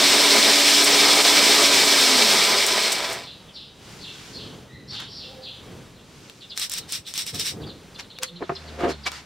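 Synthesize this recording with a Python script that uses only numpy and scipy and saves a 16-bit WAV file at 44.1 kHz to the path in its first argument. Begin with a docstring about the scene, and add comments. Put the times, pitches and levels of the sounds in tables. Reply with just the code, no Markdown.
"""A roller tumbler turns a glass jar of wet grit in a sheet-metal shed: tiny impacts ring the glass, the rollers
throb through the frame and the gears hum, until the motor is turned down and stops.
A hand unplugs the battery, lifts and shakes the jar, then knocks and slides things across the bench: showers
of grit, ticks, damped blows and rubbing close to the microphone. Outside, sparrows chirp in gliding, fluttering
notes over short far-off tones, a low drone and filtered noise."""
import sys
import numpy as np
from scipy import signal
from scipy.fft import rfft, irfft
from scipy.io import wavfile

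SR = 44100
rng = np.random.default_rng(int(sys.argv[2]) if len(sys.argv) > 2 else 0)


def to_wav(s):
    """Save 16-bit WAV."""
    ch = np.atleast_2d(s).T  # columns
    pcm = np.round(np.clip(ch, -1, 1) * 32767)  # PCM
    wavfile.write(sys.argv[1], SR, pcm.astype(np.int16))


N = 407925
T = np.arange(N) / SR
HZ = np.fft.rfftfreq(8192, 1 / SR)  # filter grid

# resonances of the glass jar: [f/Hz, width/Hz, lift/dB]
GLASS_MODES = [(1574, 20, 9), (2070, 17, 1.5), (2164, 42, 6.5), (2304, 57, 9.5), (2525, 77, 3.5),
               (2820, 49, 3.5), (2935, 37, -0.5), (3113, 72, 5), (3410, 72, 6.5), (3680, 39, 9),
               (3770, 23, 6), (3990, 140, 3.5), (4245, 47, 7.5), (5044, 62, 6), (5300, 100, 4.5),
               (5600, 57, 8), (6000, 35, 6.5), (5930, 39, 6), (6350, 57, 9.5), (6620, 34, 3), (6950, 93, 5),
               (7400, 29, 1), (7800, 75, 3.5)]
# smooth spectrum of the roller frame: [f/Hz, relative level/dB]
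FRAME_BODY = [(50, -32), (110, -33), (160, -10.5), (230, -6.5), (310, -2.5), (450, -0.5), (650, -0.5),
              (900, -0.5), (1400, -5), (2000, -0.5), (3000, -40.5)]
# resonances of the roller frame: [f/Hz, width/Hz, lift/dB]
ROLLER_MODES = [(134.7, 9, 11), (196.7, 5.6, 12.5), (222.7, 16, 10.5), (243, 21, 4.5), (365, 18, 8.5),
                (406.4, 41, 7.5), (425.4, 19, 7.5), (513, 26, 3.5), (584.3, 21, 9.5), (655, 32, 7),
                (689.6, 16, 7.5), (799, 12, 5.5), (825, 15, 5.5), (893, 7, 4), (955, 27, 4),
                (1001.5, 26, 13), (1139, 7.9, 11.5), (1215, 8.6, 8), (1252, 31, 10.5), (1340, 8, 11.5)]
# resonances of the bench top: [f/Hz, width/Hz, lift/dB]
BENCH_MODES = [(148, 9.2, 6), (344, 81, 5.5), (394, 76, 5.5), (701, 38, 9), (776, 31, -2), (1236, 73, 5),
               (1710, 130, 4.5)]


def tumbler():
    """Grit pours on the turning glass, rollers throb through the frame, gears hum; all follow the motor's speed."""
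    # motor, steady until the knob is turned down: [t/s, gear mesh f/Hz]
    motor = [(0, 283.2), (.9, 287.4), (1.75, 285.5), (2.07, 279), (2.2, 242.2), (2.42, 177), (2.85, 111),
             (3.12, 42), (3.31, 2.3)]
    # the level of coarse grit and frame dips briefly: [t/s, depth/dB]
    dips = [(.85, 4.5), (1.16, 4), (1.232, 6.5), (1.86, 4), (2.67, 3)]
    dip_s = 0.0086
    gear_hz = np.maximum(curves(motor)[0], 1)
    speed = gear_hz / gear_hz[0]  # share of the starting speed, called full speed here
    turning = T < motor[-1][0]
    # above this share of full speed the grit pours hardly any harder
    full_pour = 0.66
    pour_db = 20 * np.log10(np.tanh(speed / full_pour) / np.tanh(1 / full_pour))
    dip_db = sum(depth * np.exp(-.5 * ((T - s) / dip_s) ** 2) for s, depth in dips)
    machine = pouring_grit(speed, pour_db, dip_db) + rollers(speed, pour_db, dip_db) + gears(gear_hz)
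    return machine * turning


def pouring_grit(speed, pour_db, dip_db):
    """Stones fall on the ringing glass, fewer each second as the jar slows; softer blows sound duller."""
    # the grit's smooth spectrum: [f/Hz, relative level/dB]
    grit_body = [(700, -28), (1400, -12), (2100, -5), (2700, -3.5), (3500, 0.5), (4700, 3), (5500, 0.5),
                 (6300, -7.5), (7100, -8.5), (8400, -5.5), (9400, -15.5), (11500, -18), (14000, -20),
                 (15900, -24.5)]
    split_hz, dull_hz = 6800, 2600
    # level at full speed, and the dB lost for each dB that the pour weakens
    coarse_db, coarse_fall = -18, 1.41
    splash_db, splash_fall = -25.5, 1.57
    # lift of the jar's low resonances at full speed, and its growth for each dB that the pour weakens
    soft_db, soft_growth = 5.5, 0.33
    surge_db = 0.69
    impacts = grains(N, 20000 * speed, 2.36) / np.sqrt(speed)
    grit = unit(colour(impacts, read(grit_body) + lifts(GLASS_MODES)))
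    fine_filter = signal.butter(4, split_hz, "high", fs=SR, output="sos")
    dull_filter = signal.butter(3, dull_hz, fs=SR, output="sos")
    fine = signal.sosfiltfilt(fine_filter, grit)
    dull = signal.sosfiltfilt(dull_filter, grit)
    # softer blows excite the low resonances more than the high ones
    softened = grit - fine + dull * (amp(soft_db - soft_growth * pour_db) - 1)
    coarse = softened / np.std(grit - fine) * amp(coarse_db + coarse_fall * pour_db - dip_db)
    splash = unit(fine) * np.hypot(amp(splash_db + splash_fall * pour_db), clinks())
    return (coarse + splash) * amp(surge_db * wander(19.0))


def clinks():
    """Envelope of the bright ring that single stones leave in the turning glass."""
    # single stones: [t/s, level/dB]
    stones = [(.84, -17), (2.664, -22), (2.92, -20.5), (3.098, -38), (3.126, -31.5)]
    rise_s, t60_s = .001, 0.095
    out, t = np.zeros(N), T[:SR // 4]
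    for s, db in stones:
        add(out, s, np.minimum(t / rise_s, 1) * amp(db - 60 * t / t60_s))
    return out


def rollers(speed, pour_db, dip_db):
    """Small blows ring the frame, and each round of the throb makes them stronger and weaker."""
    throb_hz, throb_db = 8.7, 1.5  # rate at full speed
    frame_db, frame_fall = -24, 1.14  # level at full speed, dB lost for each dB that the pour weakens
    lurch_db = 1.0
    throb_phase = 2 * np.pi * throb_hz * np.cumsum(speed) / SR + 0.5 * wander(0.26)
    throb = np.sin(throb_phase) + 0.19 * wander(37)
    blows = grains(N, 9000, 1.87) * amp(throb_db * throb)
    frame = unit(colour(blows, read(FRAME_BODY) + lifts(ROLLER_MODES)))
    return frame * amp(frame_db + frame_fall * pour_db - dip_db + lurch_db * wander(6))


def gears(gear_hz):
    """The teeth mesh in a hum with an unsteady whine above; the frame radiates little of the lowest pitches."""
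    gear_db, whine_db = -34.5, -10  # the whine is relative to the mesh tone
    whine_order = 4.42  # whine pitch over mesh pitch
    radiates_hz, radiation_power = 212, 7.5
    mesh = 2 * np.pi * np.cumsum(gear_hz * (1 + 0.0057 * wander(12))) / SR
    whine = amp(whine_db) * wander(9.0) * np.sin(whine_order * mesh)
    hum = unit(np.sin(mesh) + 0.1 * np.sin(2 * mesh) + whine)
    # the hum fades quickly once its pitch is too low for the frame to radiate
    radiated = 1 / np.hypot(1, (radiates_hz / gear_hz) ** radiation_power)
    return hum * radiated * amp(gear_db + 2.3 * wander(30))


def topples():
    """Stones fall over in the slowing jar: bursts of small blows that each favour one resonance of the frame."""
    # bursts: [t/s at the peak, rise/s, fall/s, level/dB, strongest ring f/Hz]
    falls = [(2.775, 0.023, 0.023, -27, 420), (3.0, .035, 0.058, -32, 670), (3.12, .03, 0.046, -33.5, 680)]
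    ring_width_hz, ring_db, bright_db = 55, 8, 3  # brightness in dB per octave
    body = read(FRAME_BODY) + lifts(ROLLER_MODES)
    out = np.zeros(N)
    for s, rise, fall, db, hz in falls:
        ringing = body + lifts([(hz, ring_width_hz, ring_db)])
        out += strokes([(s, rise, fall, db, bright_db)], ringing, per_s=1600, spread_db=4.5)
    return out


def shakes():
    """Each swing throws a dense shower of grit on the glass, whose ring the hand damps."""
    # grit thrown about in the lifted jar: [t/s at the peak, fall/s, level/dB]
    swings = [(6.582, 0.02, -33), (6.625, .025, -26), (6.724, 0.038, -31.5), (6.785, 0.01, -32.5),
              (6.902, 0.0082, -38), (6.935, 0.032, -28.5), (7.08, .033, -37.5), (7.163, .0063, -30.5),
              (7.193, 0.026, -26.5), (7.28, 0.022, -31.5), (7.357, 0.014, -31), (7.405, 0.023, -26.5),
              (7.467, 0.031, -26)]
    # smooth spectrum of the shower: [f/Hz, relative level/dB]
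    shaken_body = [(350, -41), (600, -26), (1140, -16.5), (1700, -10.5), (2210, -9), (3340, -4.5),
                   (3780, -0.5), (4580, -5), (5480, 1), (6730, -14.5), (8160, -4.5), (10700, -18),
                   (13900, -17), (16000, -23)]
    rise_s = 0.012
    damped = 0.23  # share of the glass lifts that remains under the hand
    force = np.zeros(N)
    for s, fall, db in swings:
        start, shape = swell(s, rise_s, fall)
        add(force, start, amp(db) * shape)
    shower = grains(N, 9000, 2.6)
    return colour(force * shower, read(shaken_body) + damped * lifts(GLASS_MODES))


def ticks():
    """Single hard contacts of stones and plastic: a crack that is gone within milliseconds."""
    # sharp ticks: [t/s, level/dB before a common lift of 4.5 dB, treble/dB]
    contacts = [(2.665, -18, 0), (5.003, -36.5, -3), (6.298, -35, -14), (6.576, -21, -3), (6.584, -32, -4),
                (6.597, -22, -1), (6.697, -26, 5), (6.718, -25, 3), (6.738, -23, 2), (6.785, -23, 0),
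                (6.923, -20.5, 5), (7.139, -24.5, -4), (7.178, -18.5, -3.5), (7.266, -24, -5),
                (7.347, -30, -7), (7.397, -22.5, -6), (7.997, -30, -22), (8.008, -36, -17),
                (8.187, -28, -17), (8.233, -18, -7), (9.118, -28, -13)]
    t60_s = .008
    out, t = np.zeros(N), T[:4096]
    for s, db, treble in contacts:
        crack = rng.standard_normal(len(t)) * amp(-60 * t / t60_s)
        low = [(300, -13), (1200, -12.0), (4500, -2)]
        high = [(8000, treble), (11000, treble - 7), (15000, treble - 10)]
        add(out, s, amp(db + 4.5) * colour(crack, read(low + high)))
    return out


def knocks():
    """Dull blows on the wooden bench; the place that is struck favours one mode."""
    # blows: [t/s, level/dB, time to fall 60 dB/s, favoured mode f/Hz, its level relative to the blow/dB]
    blows = [(7.341, -41, 0.14, 172, -1), (7.67, -42, 0.11, 298, 6), (8.423, -26.5, 0.048, 343, -3),
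             (8.494, -17, 0.053, 780, -12), (8.52, -30, 0.036, 386, 4), (8.835, -28, 0.083, 353, 9.5),
             (8.853, -26, 0.045, 387, 7.5), (8.904, -33, 0.045, 403, -7), (9.064, -36, 0.028, 2300, 11.5)]
    # smooth spectrum of a blow: [f/Hz, relative level/dB]
    blow_body = [(60, -44), (140, -3), (260, -7), (400, -2.5), (800, -0.5), (1200, -2.5), (1900, -10),
                 (2600, -16), (4000, -34), (9000, -55)]
    mode_t60_s = 0.083
    out, t = np.zeros(N), T[:8192]
    for s, db, ring, hz, mode_db in blows:
        noise = rng.standard_normal(len(t)) * amp(-60 * t / ring)
        blow = colour(noise, read(blow_body) + lifts(BENCH_MODES))
        mode = np.sqrt(2) * np.sin(2 * np.pi * hz * t) * amp(mode_db - 60 * t / mode_t60_s)
        add(out, s, amp(db) * (blow + mode))
    return out


def drags():
    """Things slid over the bench: many small slips ring its top."""
    # slides: [t/s at the peak, rise/s, fall/s, level/dB, brightness/dB per octave]
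    slides = [(8.425, .012, 0.013, -29.5, -0.5), (8.75, 0.11, 0.046, -46.5, 2.5),
              (8.815, .02, 0.045, -27, 3.5), (8.842, .008, 0.021, -22, 1.5),
              (8.878, .014, .028, -23.5, 0.5)]
    # smooth spectrum of a slide: [f/Hz, relative level/dB]
    slide_body = [(70, -36), (140, -11), (230, -1.5), (330, -4.5), (520, 0), (720, -5.5), (950, -12.5),
                  (1300, -14.5), (2000, -20), (3500, -30), (7000, -46), (14000, -65)]
    return strokes(slides, read(slide_body) + lifts(BENCH_MODES), per_s=2500, spread_db=2.0)


def bumps():
    """Dull bumps of handling: sparse small impacts with little treble."""
    # bumps: [t/s at the peak, rise/s, fall/s, level/dB, brightness/dB per octave]
    thuds = [(4.08, 0.069, 0.24, -49, -3.5), (4.4, 0.086, 0.2, -44, -0.5), (4.8, 0.11, 0.29, -45, -5),
             (5.35, .12, 0.12, -52.5, 2), (5.72, 0.05, 0.088, -42.5, -0.5), (6.2, .2, 0.16, -51.5, -1),
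             (6.98, 0.031, 0.036, -50, -10), (7.36, 0.021, 0.067, -38, -2.5),
             (7.6, 0.056, 0.1, -35.5, -0.5)]
    # smooth spectrum of a bump: [f/Hz, relative level/dB]
    thud_body = [(25, -40), (55, -11), (100, -1), (180, -2), (270, -4), (450, -5), (650, -15.5),
                 (1000, -21.5), (1600, -28), (3000, -45)]
    return strokes(thuds, read(thud_body), per_s=1100, spread_db=1.0)


def rubs():
    """Sleeve and plastic rubbing: a dense run of small slips."""
    # rubs: [t/s at the peak, rise/s, fall/s, level/dB, brightness/dB per octave]
    rubbing = [(3.92, 0.086, .1, -49, 4), (4.22, .16, 0.16, -45.5, 3.5), (4.95, 0.026, 0.022, -42.5, 1.5),
               (5.005, 0.015, 0.038, -40, 0), (6.2, 0.12, 0.43, -54.5, 4.5), (6.28, 0.05, 0.026, -53, 1),
               (7.997, 0.0078, 0.012, -36.5, 1.5), (8.234, 0.0079, 0.012, -30, 3),
               (8.6, 0.17, 0.51, -48.5, 0), (8.905, .015, 0.014, -34, 1.5),
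               (9.07, 0.0075, 0.012, -24.5, 0.5), (9.14, 0.024, 0.045, -38.5, 1)]
    # smooth spectrum of the rubbing: [f/Hz, relative level/dB]
    rubbing_body = [(180, -72), (300, -8), (689, -8), (801, 0.5), (1100, -2), (1410, 0.5), (1870, -3.5),
                    (2320, -3.5), (3130, -5), (4990, -6.5), (7440, -15.5), (16000, -38)]
    return strokes(rubbing, read(rubbing_body), per_s=9000, spread_db=1.5)


def strokes(rows, body_db, per_s, spread_db):
    """Many small slips or blows under each stroke, tilted by that stroke's own brightness."""
    out = np.zeros(N)
    octaves = np.log2(np.maximum(HZ, 100) / 1000)  # from 1 kHz
    for s, rise, fall, db, bright in rows:
        start, shape = swell(s, rise, fall)
        slips = colour(grains(len(shape), per_s, spread_db), body_db + bright * octaves)
        add(out, start, amp(db) * unit(slips * shape) * np.sqrt(np.mean(shape ** 2)))
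    return out


def sparrows():
    """Harsh, fluttering chirps from both sides of the syrinx, followed by the ring of the metal walls."""
    flutter_db = 3
    second_voice, second_db = .8, -9  # pitch ratio and level of the second side
    full_bend_s = 0.104  # shorter calls bend less
    low_hz, high_hz = 2600, 5550
    direct, reflected = np.zeros(N), np.zeros(N)
    bend = .08 * np.sin(2 * np.pi * 130 * T) + .03 * wander(600) + .06 * wander(70)
    flutter = amp(flutter_db * wander(55))
    for s, hz, db, room_db in calls():
        count = len(hz)
        now = slice(round(s * SR), round(s * SR) + count)
        bend_share = np.sqrt(min(count / SR / full_bend_s, 1))
        phase = 2 * np.pi * np.cumsum(hz * (1 + bend[now] * bend_share)) / SR
        voice = (np.sin(phase) + amp(second_db) * np.sin(second_voice * phase)) * flutter[now]
        chirp = amp(db) * unit(voice) * signal.windows.tukey(count, .6)
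        add(direct, s, chirp)
        add(reflected, s, amp(room_db) * chirp)
    heard = .45 * direct + .9 * echoes(direct, t60=.12) + echoes(reflected, t60=0.64)
    # the throat and beak pass little outside the range of the notes
    throat = signal.butter(5, [low_hz, high_hz], "bandpass", fs=SR, output="sos")
    return signal.sosfilt(throat, heard)


def calls():
    """Every sparrow call: start, pitch contour, level before the shed and reflected share."""
    # cheeps of a far sparrow: [t/s, length/s, level/dB before the shed]
    cheeps = [(3.184, 0.15, -45.5), (3.511, 0.14, -46), (3.976, 0.14, -44.5), (4.302, 0.15, -44),
              (4.861, .15, -39.5), (5.055, .225, -43), (5.404, .11, -42), (5.92, 0.11, -61)]
    # short chips of a nearer sparrow: [t/s, length/s, start f/Hz, level/dB before the shed]
    chips = [(3.474, 0.044, 3540, -49), (6.397, .06, 4700, -43), (6.49, .045, 5200, -37),
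             (6.793, 0.045, 4640, -45), (7.044, .052, 4400, -41), (7.611, 0.033, 4820, -42),
             (7.654, 0.073, 5270, -42.5), (7.939, 0.03, 5400, -41.5), (8.017, 0.035, 4800, -47.5),
             (8.09, 0.042, 4700, -45.5), (8.139, 0.042, 4540, -45.5), (8.246, .054, 4850, -41),
             (8.351, 0.039, 4500, -44), (8.422, 0.039, 4000, -46.5), (8.546, .027, 5800, -36),
             (8.662, .04, 4900, -46), (8.876, .088, 5400, -43.5), (9.028, 0.037, 5700, -38)]
    top_hz, end_hz, slide_s, cheep_room_db = 5136, 2770, .125, 4.5
    chip_end_hz, chip_room_db = 3210, -9
    # cheeps longer than the slide hold the top note first
    for s, length, db in cheeps:
        left = np.arange(length, 0, -1 / SR)
        height = np.minimum(left / min(slide_s, length), 1)
        yield s, end_hz * (top_hz / end_hz) ** height, db, cheep_room_db
    # chips all drop to the same note
    for s, length, start_hz, db in chips:
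        yield s, np.geomspace(start_hz, chip_end_hz, round(length * SR)), db, chip_room_db


def far_tones():
    """Short wavering tones of three partials from outside, blurred by the shed."""
    # tones: [t/s, length/s, f/Hz, level/dB before the shed, second and third partial/dB relative to the first]
    distant = [(4.66, .17, 1920, -47, -1, -32), (5.21, 0.31, 263.5, -61.5, 19, 10.5),
               (8.19, 0.057, 507, -34.5, -20, -27), (8.28, 0.16, 173, -38.5, -11, -22)]
    out = np.zeros(N)
    waver = 1 + .016 * wander(20) + .025 * wander(150)
    for s, length, hz, db, second_db, third_db in distant:
        t = np.arange(0, length, 1 / SR)
        phase = 2 * np.pi * np.cumsum(hz * waver[round(s * SR):][:len(t)]) / SR
        tone = np.sin(phase) + amp(second_db) * np.sin(2 * phase) + amp(third_db) * np.sin(3 * phase)
        add(out, s, amp(db) * tone * signal.windows.tukey(len(t), .8))
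    return .5 * out + 0.65 * echoes(out, t60=0.58)


def drone():
    """A faint low tone of three partials swells once and sinks in pitch."""
    peak_s, swell_s, level_db = 8.83, 0.19, -41
    peak_hz, sag_hz_per_s = 75.5, 19
    hz = peak_hz - sag_hz_per_s * (T - peak_s)
    level = amp(level_db) * np.exp(-.5 * ((T - peak_s) / swell_s) ** 2)
    phase = 2 * np.pi * np.cumsum(hz * (1 + 0.012 * wander(23))) / SR
    return level * unit(np.sin(phase) + 0.36 * np.sin(2 * phase) + 0.31 * np.sin(3 * phase))


def outdoor_air():
    """Outdoor rumble and hiss: filtered noise whose level wanders."""
    # spectrum of the outdoors: [f/Hz, relative level/dB]
    outdoor_body = [(15, -44), (25, -7.5), (149, 1), (344, -6.5), (373, -8), (416, -6), (695, -12),
                    (887, -13), (1370, -15.5), (2110, -18), (2550, -17), (3340, -17), (4140, -19.5),
                    (6210, -23), (16000, -39)]
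    level_db = -48.5
    return unit(colour(rng.standard_normal(N), read(outdoor_body))) * amp(level_db + 2.5 * wander(2.5))


def amp(db):
    """Decibels to amplitude."""
    return 10 ** (np.asarray(db) / 20)


def unit(x):
    """Scale to rms 1."""
    return x / np.sqrt(np.mean(x ** 2) + 1e-20)


def read(points):
    """A short spectrum laid on the filter grid."""
    f, value = np.transpose(points)
    return np.interp(np.log(HZ + 1), np.log(f + 1), value)


def lifts(modes):
    """Resonances as lifts in dB on a smooth spectrum."""
    return sum(db / (1 + (2 * (HZ - f) / w) ** 2) for f, w, db in modes)


def curves(rows):
    """Each column of a time table, sample by sample."""
    s, *columns = np.transpose(rows)
    return [np.interp(T, s, c) for c in columns]


def add(mix, s, sound):
    """Lay a sound into the mix from the given second on."""
    part = mix[max(round(s * SR), 0):][:len(sound)]
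    part += sound[:len(part)]


def colour(x, db):
    """Causal minimum-phase filter of unit energy with the given gain curve."""
    cepstrum = irfft(np.log(amp(np.maximum(db, db.max() - 90))))
    half = len(cepstrum) // 2
    # folding the cepstrum forward makes the filter causal
    cepstrum[1:half] *= 2
    cepstrum[half + 1:] = 0
    taps = irfft(np.exp(rfft(cepstrum)))[:half]
    return signal.oaconvolve(x, taps / np.linalg.norm(taps))[:len(x)]


def wander(hz):
    """Random drift of rms 1, mostly below the given rate."""
    rolloff = 1 + (np.fft.rfftfreq(N, 1 / SR) / hz) ** 4
    return unit(irfft(rfft(rng.standard_normal(N)) / rolloff, N))


def grains(size, per_s, spread_db):
    """Random tiny impacts, a few much larger than the rest."""
    hit = rng.random(size) < per_s / SR
    sign = rng.choice([-1, 1], size)
    return unit(hit * sign * amp(spread_db * np.minimum(rng.exponential(1, size), 4)))


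def swell(s, rise, fall):
    """Start time and two-sided Gaussian envelope of one stroke of the hand or burst of blows."""
    t = np.arange(-3 * rise, 4 * fall, 1 / SR)
    return s + t[0], np.exp(-.5 * (t / np.where(t < 0, rise, fall)) ** 2)


def echoes(x, t60):
    """Diffuse reflections of unit energy."""
    t = T[:SR]
    tail = rng.standard_normal(SR) * amp(-60 * t / t60) * (t > .001)
    return signal.oaconvolve(x, tail / np.linalg.norm(tail))[:N]


def ports(x, width, t60, lean_db=0):
    """Reflections differ at the two microphone ports by a share that depends on frequency."""
    hz = np.fft.rfftfreq(N, 1 / SR)
    side = irfft(rfft(echoes(x, t60)) * amp(np.interp(hz, HZ, read(width))), N)
    lean_curve = np.interp(hz, HZ, lean_db * np.ones(len(HZ)))
    # this tanh turns a left-right ratio in dB into a side signal
    lean = irfft(rfft(x) * np.tanh(lean_curve * np.log(10) / (2 * 20)), N)
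    return np.array([x + side + lean, x - side - lean])


def scene():
    """Machine, close handling and outdoors, each with its own spread over the two microphone ports."""
    # the machine's place in front of the microphone: [f/Hz, left-right/dB]
    machine_lean = [(60, 0), (200, -1.5), (380, -2), (700, 0.5), (2380, -.5), (4400, -1.1), (8120, 2.5),
                    (15000, 0)]
    # how much the two ports differ for the machine: [f/Hz, side-mid/dB]
    machine_width = [(60, -14), (130, -20), (280, -26), (600, -19), (1400, -41), (3000, -23), (5000, -21.5),
                     (7000, -5.5), (8300, -7.5), (10000, -1), (15000, -29)]
    # the same for the close handling: [f/Hz, side-mid/dB]
    hands_width = [(60, -17), (350, -16.5), (700, -7), (2000, -6.5), (4500, -6.5), (8000, -1.5),
                   (15000, -6)]
    # the same for the outdoors: [f/Hz, side-mid/dB]
    outside_width = [(60, -13), (200, -9.5), (1200, -11), (2400, -21), (4600, -19), (8000, 2), (15000, -6)]
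    machine = tumbler() + topples()
    machine = machine + amp(-19) * echoes(machine, t60=0.54)
    hands = shakes() + ticks() + knocks() + drags() + bumps() + rubs()
    hands = hands + amp(-18) * echoes(hands, t60=.22)
    outside = sparrows() + far_tones() + drone() + outdoor_air()
    stereo = ports(machine, machine_width, t60=0.15, lean_db=read(machine_lean))
    stereo = stereo + ports(hands, hands_width, t60=0.068)
    return stereo + ports(outside, outside_width, t60=0.12)


def record(dry):
    """The recorder's band limit."""
    edge_hz = 15850
    low_pass = signal.firwin(511, edge_hz, window=("kaiser", 9), fs=SR)
    return signal.oaconvolve(dry, low_pass[None], "same")


dry = scene()
out = record(dry)
to_wav(out)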